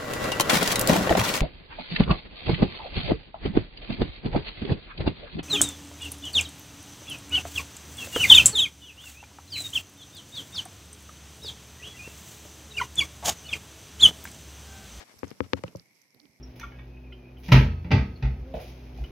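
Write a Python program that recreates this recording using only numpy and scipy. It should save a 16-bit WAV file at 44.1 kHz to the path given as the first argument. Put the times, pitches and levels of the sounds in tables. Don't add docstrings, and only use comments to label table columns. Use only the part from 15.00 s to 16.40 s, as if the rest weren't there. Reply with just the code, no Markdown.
import sys
import numpy as np
from scipy import signal
from scipy.fft import rfft, irfft
from scipy.io import wavfile
from scipy.ndimage import uniform_filter1d

SR = 44100
rng = np.random.default_rng(int(sys.argv[2]) if len(sys.argv) > 2 else 0)


def store_wav(level_fs):
    pcm = np.round(np.clip(np.atleast_2d(level_fs), -1, 1) * 32767)
    wavfile.write(sys.argv[1], SR, pcm.T.astype(np.int16))


def to_linear_factor(level_db):
    exponent = np.asarray(level_db, float) / 20
    return 10 ** exponent


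N = 61740


def read(points, x):
    a, b = np.transpose(points)
    return np.interp(x, a, b)


def colour(x, points):
    hz, db = np.transpose(points)
    f = np.fft.rfftfreq(x.shape[-1], 1 / SR)
    gain = to_linear_factor(np.interp(np.log(f + 1), np.log(hz), db)) * np.sqrt(SR / 2)
    return irfft(rfft(x) * gain, x.shape[-1])


def evened(x):
    return x / np.sqrt(np.mean(x ** 2) + 1e-20)


def crackle(per_s, spread_db):
    size = to_linear_factor(spread_db * np.minimum(rng.exponential(1, (2, N)), 3.2))
    size = size * rng.standard_normal((2, N))
    return evened(size * (rng.random((2, N)) < per_s / SR))


def ring(hz, db, t60, lag_s=0):
    t = np.maximum(np.arange(SR // 4) / SR - lag_s, 0)
    return to_linear_factor(db - 60 * t / t60) * np.sin(2 * np.pi * hz * t)


def push(ms):
    u = np.arange(600) / (ms * SR / 1000)
    force = np.exp(-(5.2 * (u - .75)) ** 2 / 2)
    return force / force.sum()


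def add(mix, s, sound):
    part = mix[:, round(s * SR):][:, :sound.shape[1]]
    part += sound[:, :part.shape[1]]


def sides(db):
    return to_linear_factor(np.array([[min(db, 0)], [min(-db, 0)]]))


def slides():
    # start t/s, length/s, level/dB
    shakes = [
        (-.03, 0.081, -42.5),
        (0.051, 0.1, -56.5),
        (0.23, 0.028, -46.5),
        (0.247, 0.1, -56.5),
        (0.421, 0.049, -52.5),
        (0.558, 0.04, -47.5),
        (0.649, 0.051, -52),
        (0.744, 0.091, -65.5),
    ]
    # f/Hz, level/dB
    scrape = [(150, -6.5), (500, 0.5), (1000, 0), (2200, -3.5), (3800, -8.5), (7000, -14.5), (8800, -24),
              (15000, -36)]
    bed_db, bed_end_s, right_db = -64, 0.836, -12.5
    t = np.arange(N) / SR
    swell = to_linear_factor(bed_db) * np.clip((bed_end_s - t) / 0.14, 0, 1)
    for s, length, db in shakes:
        swell = swell + to_linear_factor(db) * np.sin(np.pi * np.clip((t - s) / length, 0, 1)) ** 2
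    rush = evened(colour(crackle(14000, spread_db=-0.5), scrape))
    return swell * rush * to_linear_factor(np.array([[0], [right_db]]))


def legs():
    # t/s, level/dB
    bustle = [(0, 7), (.1, 7.5), (.22, 8.5), (.35, 5.5), (.5, 6), (.65, 4.5), (.78, 3.5), (.86, 2.5),
              (.93, 1), (.965, 3.5), (1.02, 2), (1.06, 1), (1.13, -1.5), (1.16, 0), (1.4, 1)]
    # f/Hz, level/dB per Hz
    left_tone = [(300, -125), (1000, -118), (1500, -121), (3000, -123), (6000, -127), (7500, -117),
                 (11000, -128), (15500, -142)]
    right_tone = [(600, -118), (1500, -120), (2500, -110), (3400, -113), (5600, -102), (7200, -116),
                  (12500, -110), (15500, -128)]
    left_bustle = 2.23
    db = read(bustle, np.arange(N) / SR)
    left, right = crackle(7400, spread_db=2)
    flicker = 0.45 * evened(uniform_filter1d(rng.standard_normal(N), 250))
    scratch = np.array([colour(left, left_tone), colour(right, right_tone)])
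    return scratch * to_linear_factor(db * [[left_bustle], [1]] + flicker)


def hum():
    # f/Hz, level/dB per Hz
    tone = [(40, -125), (80, -112), (140, -99), (260, -101), (400, -106), (600, -108), (1000, -120),
            (2000, -135)]
    # t/s, level/dB
    stir = [(0, 8.5), (.7, 18), (.9, 5), (1.12, -0.5), (1.16, 11), (1.4, 6.5)]
    left_db, same = -5, 0.72
    right, other = rng.standard_normal((2, N))
    left = to_linear_factor(left_db) * (same * right + np.sqrt(1 - same ** 2) * other)
    return colour(np.array([left, right]), tone) * to_linear_factor(read(stir, np.arange(N) / SR))


def appliance():
    # f/Hz, width/Hz, left level/dB, right level/dB
    bands = [(2163, 420, -69.5, -77.5), (904, 290, -85, -82.5)]
    f = np.fft.rfftfreq(N, 1 / SR)
    hiss = rfft(rng.standard_normal((2, N)))
    out = np.zeros((2, N))
    for hz, width, left_db, right_db in bands:
        band = irfft(hiss / (1 + (2 * (f - hz) / width) ** 2), N)
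        out += to_linear_factor(np.array([[left_db], [right_db]])) * evened(band)
    waver = 2 * evened(uniform_filter1d(rng.standard_normal(N), 2500))
    return out * to_linear_factor(waver)


def knocks():
    # t/s, level/dB, contact/ms, left minus right/dB
    bodies = [(0.14, -48.5, 1.4, 32), (.008, -52.5, 0.43, 3), (0.195, -54, 1.6, 21),
              (0.2422, -31.5, 0.93, 26), (0.2709, -42, 0.27, -15), (0.3129, -42, 0.23, -30.5),
              (0.3142, -30.5, 0.36, 17), (0.4632, -45.5, 0.35, -7), (0.5309, -38, 0.36, 20),
              (0.5916, -37.5, 0.29, -25), (0.73, -51.5, 0.61, -4), (0.6811, -41.5, 0.22, -3),
              (1.147, -54, 0.36, -11.5), (1.161, -55, 1.9, -19), (1.252, -53, 1.9, -4.5),
              (1.292, -56.5, 4.7, -6)]
    # f/Hz, level/dB, t60/s, first swing out +1 or in -1
    plastic_modes = [(126, -6, .048, 1), (207, -7, .071, 1), (282, 7, .01, -1), (429, -4, .036, -1),
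                     (553, -6, .015, 1)]
    lead_s, snap_db = .00025, 3
    out = np.zeros((2, N))
    body = sum(way * ring(hz, db, t60, -lead_s) for hz, db, t60, way in plastic_modes)
    for s, db, ms, pan_db in bodies:
        force = push(ms)
        knock = np.convolve(body, force)
        knock[:len(force)] -= to_linear_factor(snap_db) * force / force.max()
        add(out, s, to_linear_factor(db) * sides(pan_db) * knock)
    return out


def taps():
    # t/s, level/dB, contact/ms, spot 0 near or 1 far, pitch ratio from the grip
    fingers = [
        (0.154, -21.5, 8.7, 0, 0.7),
        (0.2318, -7, 0.6, 0, 1),
        (0.4051, 0, 0.52, 0, 0.99),
        (0.5337, 1.5, .3, 0, 1.01),
        (0.6373, -6, 0.2, 1, 1.003),
        (0.7492, -9.5, 1.24, 1, 1.045),
    ]
    right_dbs = [-1.5, 0, -2.5, 0.5, 1, -0.5]
    # f/Hz, level/dB, t60/s, first swing (+ out, - in
    near_left = [(88, -29, .18, 1), (110, -33, .2, 1), (230, -24, .035, 1), (273, -22.5, .098, 1),
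                 (350, -24, .05, 1), (492, -14.5, .032, 1), (813, -17, .008, -1), (1322, -32, .034, 1),
                 (1399, -23, .012, 1), (2158, -36, .015, 1), (4790, -17, .001, 1)]
    near_right = [(87, -43, .2, 1), (106, -40, .175, 1), (182, -33.5, .15, -1), (311, -33.5, .05, 1),
                  (381, -47, .14, -1), (539, -22, .029, -1), (887, -23.5, .014, 1), (1258, -35.5, .014, 1),
                  (2505, -34.5, .016, 1)]
    far_left = [(75.3, -35, 0.23, -0.033), (106.4, -28.5, 0.13, 1), (150, -30, 0.17, -0.78),
                (177.5, -27, 0.094, -0.9), (324, -17.5, 0.032, 0.67), (493.6, -14, 0.027, 0.52),
                (565, -16.5, 0.033, -1.13), (867, -20, 0.012, -1.7), (1491, -13, 0.0028, 0.95),
                (2050, -23.5, 0.012, -0.97), (3020, -25, 0.0099, 0.94), (4770, -17.5, 0.00064, -2.5)]
    far_right = [(73, -32, 0.11, -0.91), (108, -20.5, 0.065, 1), (178.5, -23, 0.14, -0.66),
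                 (298, -24.5, 0.084, 0.43), (524, -18, 0.056, -0.85), (640, -13, 0.004, -0.079),
                 (993, -7, 0.035, 0.015), (1280, -31, 0.033, 1)]
    # left level/dB, right level/dB
    dent_db = [
        [13.8, -10],
        [.33, -10],
    ]
    # left/ms, right/ms
    lag_ms = [
        [.52, .47],
        [.8, .83],
    ]
    modes = [(near_left, near_right), (far_left, far_right)]
    rattle_db, rattle_t60 = [-21, -22], .015
    fast_hz = [9000, 1500]
    grip_hz = 400
    right_late = 16
    out, t = np.zeros((2, N)), np.arange(SR // 4) / SR
    for (s, db, ms, spot, grip), right_db in zip(fingers, right_dbs):
        spot = int(spot)
        body = np.zeros((2, SR // 4))
        for side in (0, 1):
            for hz, mode_db, t60, way in modes[spot][side]:
                lag_s = lag_ms[spot][side] / 1000 if hz < fast_hz[spot] else 0
                pitch = hz * grip if hz > grip_hz else hz
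                body[side] += way * ring(pitch, mode_db, t60, lag_s)
        body[(0, 1), (0, right_late)] += (2 * spot - 1) * to_linear_factor(np.array(dent_db[spot]))
        rattle = rng.standard_normal((2, SR // 4)) * to_linear_factor(rattle_db[spot] - 60 * t / rattle_t60)
        body += rattle * sides(10.7)
        hit = signal.oaconvolve(body, push(ms)[None], axes=1)
        add(out, s, to_linear_factor(db) * sides(-right_db) * hit)
    return out


def ticks():
    # t/s, peak level/dB, f/Hz, left minus right/dB, t60/s
    shells = [(0.187, -50, 12300, -5, 0.0093), (0.1888, -49.5, 4840, 3, 0.0087),
              (.1905, -48.5, 12150, -14, 0.0076), (0.1914, -43.5, 5900, -6, 0.0098),
              (.2428, -42.5, 2030, 24, 0.017), (0.405, -29, 5300, 18, 0.0037),
              (.573, -37.5, 970, 15, 0.019), (0.2797, -45, 6300, -5, 0.021),
              (0.2947, -48, 5700, -13, 0.0079), (0.3048, -34.5, 4970, -16, 0.0061),
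              (0.3068, -46, 2210, 5, 0.0064), (.3048, -45, 12230, -9, 0.0078),
              (0.442, -38.5, 2720, 18, 0.0078), (0.5332, -35.5, 9100, 22, 0.0031),
              (0.673, -52.5, 3320, -17, 0.0054), (0.680, -39.5, 2820, -19, 0.01),
              (0.756, -47, 4600, -23, 0.0074), (0.759, -39.5, 5610, -30, 0.013),
              (0.7613, -51, 12340, -15, 0.0085), (0.7693, -43, 5200, -26, 0.0079),
              (.770, -48, 11500, -19, 0.0072), (0.797, -38, 4760, -40, 0.0064),
              (0.886, -63, 4930, -14, 0.0077), (0.931, -71, 5000, -7, .006),
              (0.9535, -56.5, 6270, -20.5, 0.015), (1.0169, -47.5, 6070, -11, 0.0051),
              (1.02, -54.5, 11660, -12, 0.006), (1.1052, -53, 5600, -13, 0.0094),
              (1.1448, -52, 12300, -13.5, 0.017), (1.147, -52.5, 4300, -14, 0.0062),
              (1.2013, -35, 4230, -37, 0.0041), (1.198, -40, 5300, -21, 0.0056),
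              (1.2146, -51, 4970, -16, 0.01), (1.2543, -41.5, 3800, -25, 0.0066),
              (1.2542, -53.5, 2410, -23, 0.022), (1.3608, -52, 5540, -5, 0.0027)]
    # f/Hz, level/dB
    shell_tone = [(2000, 7), (3500, 2.5), (5500, 0), (7200, -6.5), (12500, -2), (15500, -6.5)]
    band_octaves, wide_db, rise_s = .24, -20, .0006
    out, t = np.zeros((2, N)), np.arange(SR // 4) / SR
    f = np.fft.rfftfreq(SR // 4, 1 / SR) + 1
    rise = np.sin(np.pi / 2 * np.minimum(t / rise_s, 1)) ** 2
    for s, db, hz, pan_db, t60 in shells:
        noise = rfft(colour(rng.standard_normal(SR // 4), shell_tone))
        near_pitch = np.exp(-(np.log2(f / hz) / band_octaves) ** 2 / 2)
        crack = evened(irfft(noise * (to_linear_factor(wide_db) + near_pitch), SR // 4))
        crack = crack * to_linear_factor(-60 * t / min(t60, .01))
        tick = ring(hz, 0, t60) + crack * sides(-9.5)
        add(out, s, to_linear_factor(db) * sides(pan_db) * tick * rise)
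    return out


def cup_flex():
    start_s, length_s, hz, sag, db = 1.212, .065, 305, .25, -53
    out = np.zeros((2, N))
    u = np.arange(0, length_s, 1 / SR) / length_s
    tone = np.sin(2 * np.pi * np.cumsum(hz * (1 - sag * u ** 3)) / SR)
    add(out, start_s, to_linear_factor(db) * sides(-30.0) * np.sin(np.pi * u) * tone)
    return out


def room(x):
    level_db, t60 = -39, .3
    t = np.arange(SR // 4) / SR
    tail = rng.standard_normal((2, SR // 4)) * to_linear_factor(-60 * t / t60) * (t > .0015)
    return to_linear_factor(level_db) * signal.fftconvolve(x, tail / np.linalg.norm(tail[0]), axes=1)[:, :N]


def scene():
    hits = slides() + knocks() + taps() + ticks() + cup_flex()
    return hits + room(hits) + legs() + hum() + appliance()


def low_pass(x):
    return signal.sosfilt(signal.butter(12, 15730, fs=SR, output="sos"), x)


def record(dry):
    bass_cut = signal.butter(5, 60, "high", fs=SR, output="sos")
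    mix = signal.sosfilt(bass_cut, dry)
    return low_pass(mix)


dry = scene()
out = record(dry)
store_wav(out)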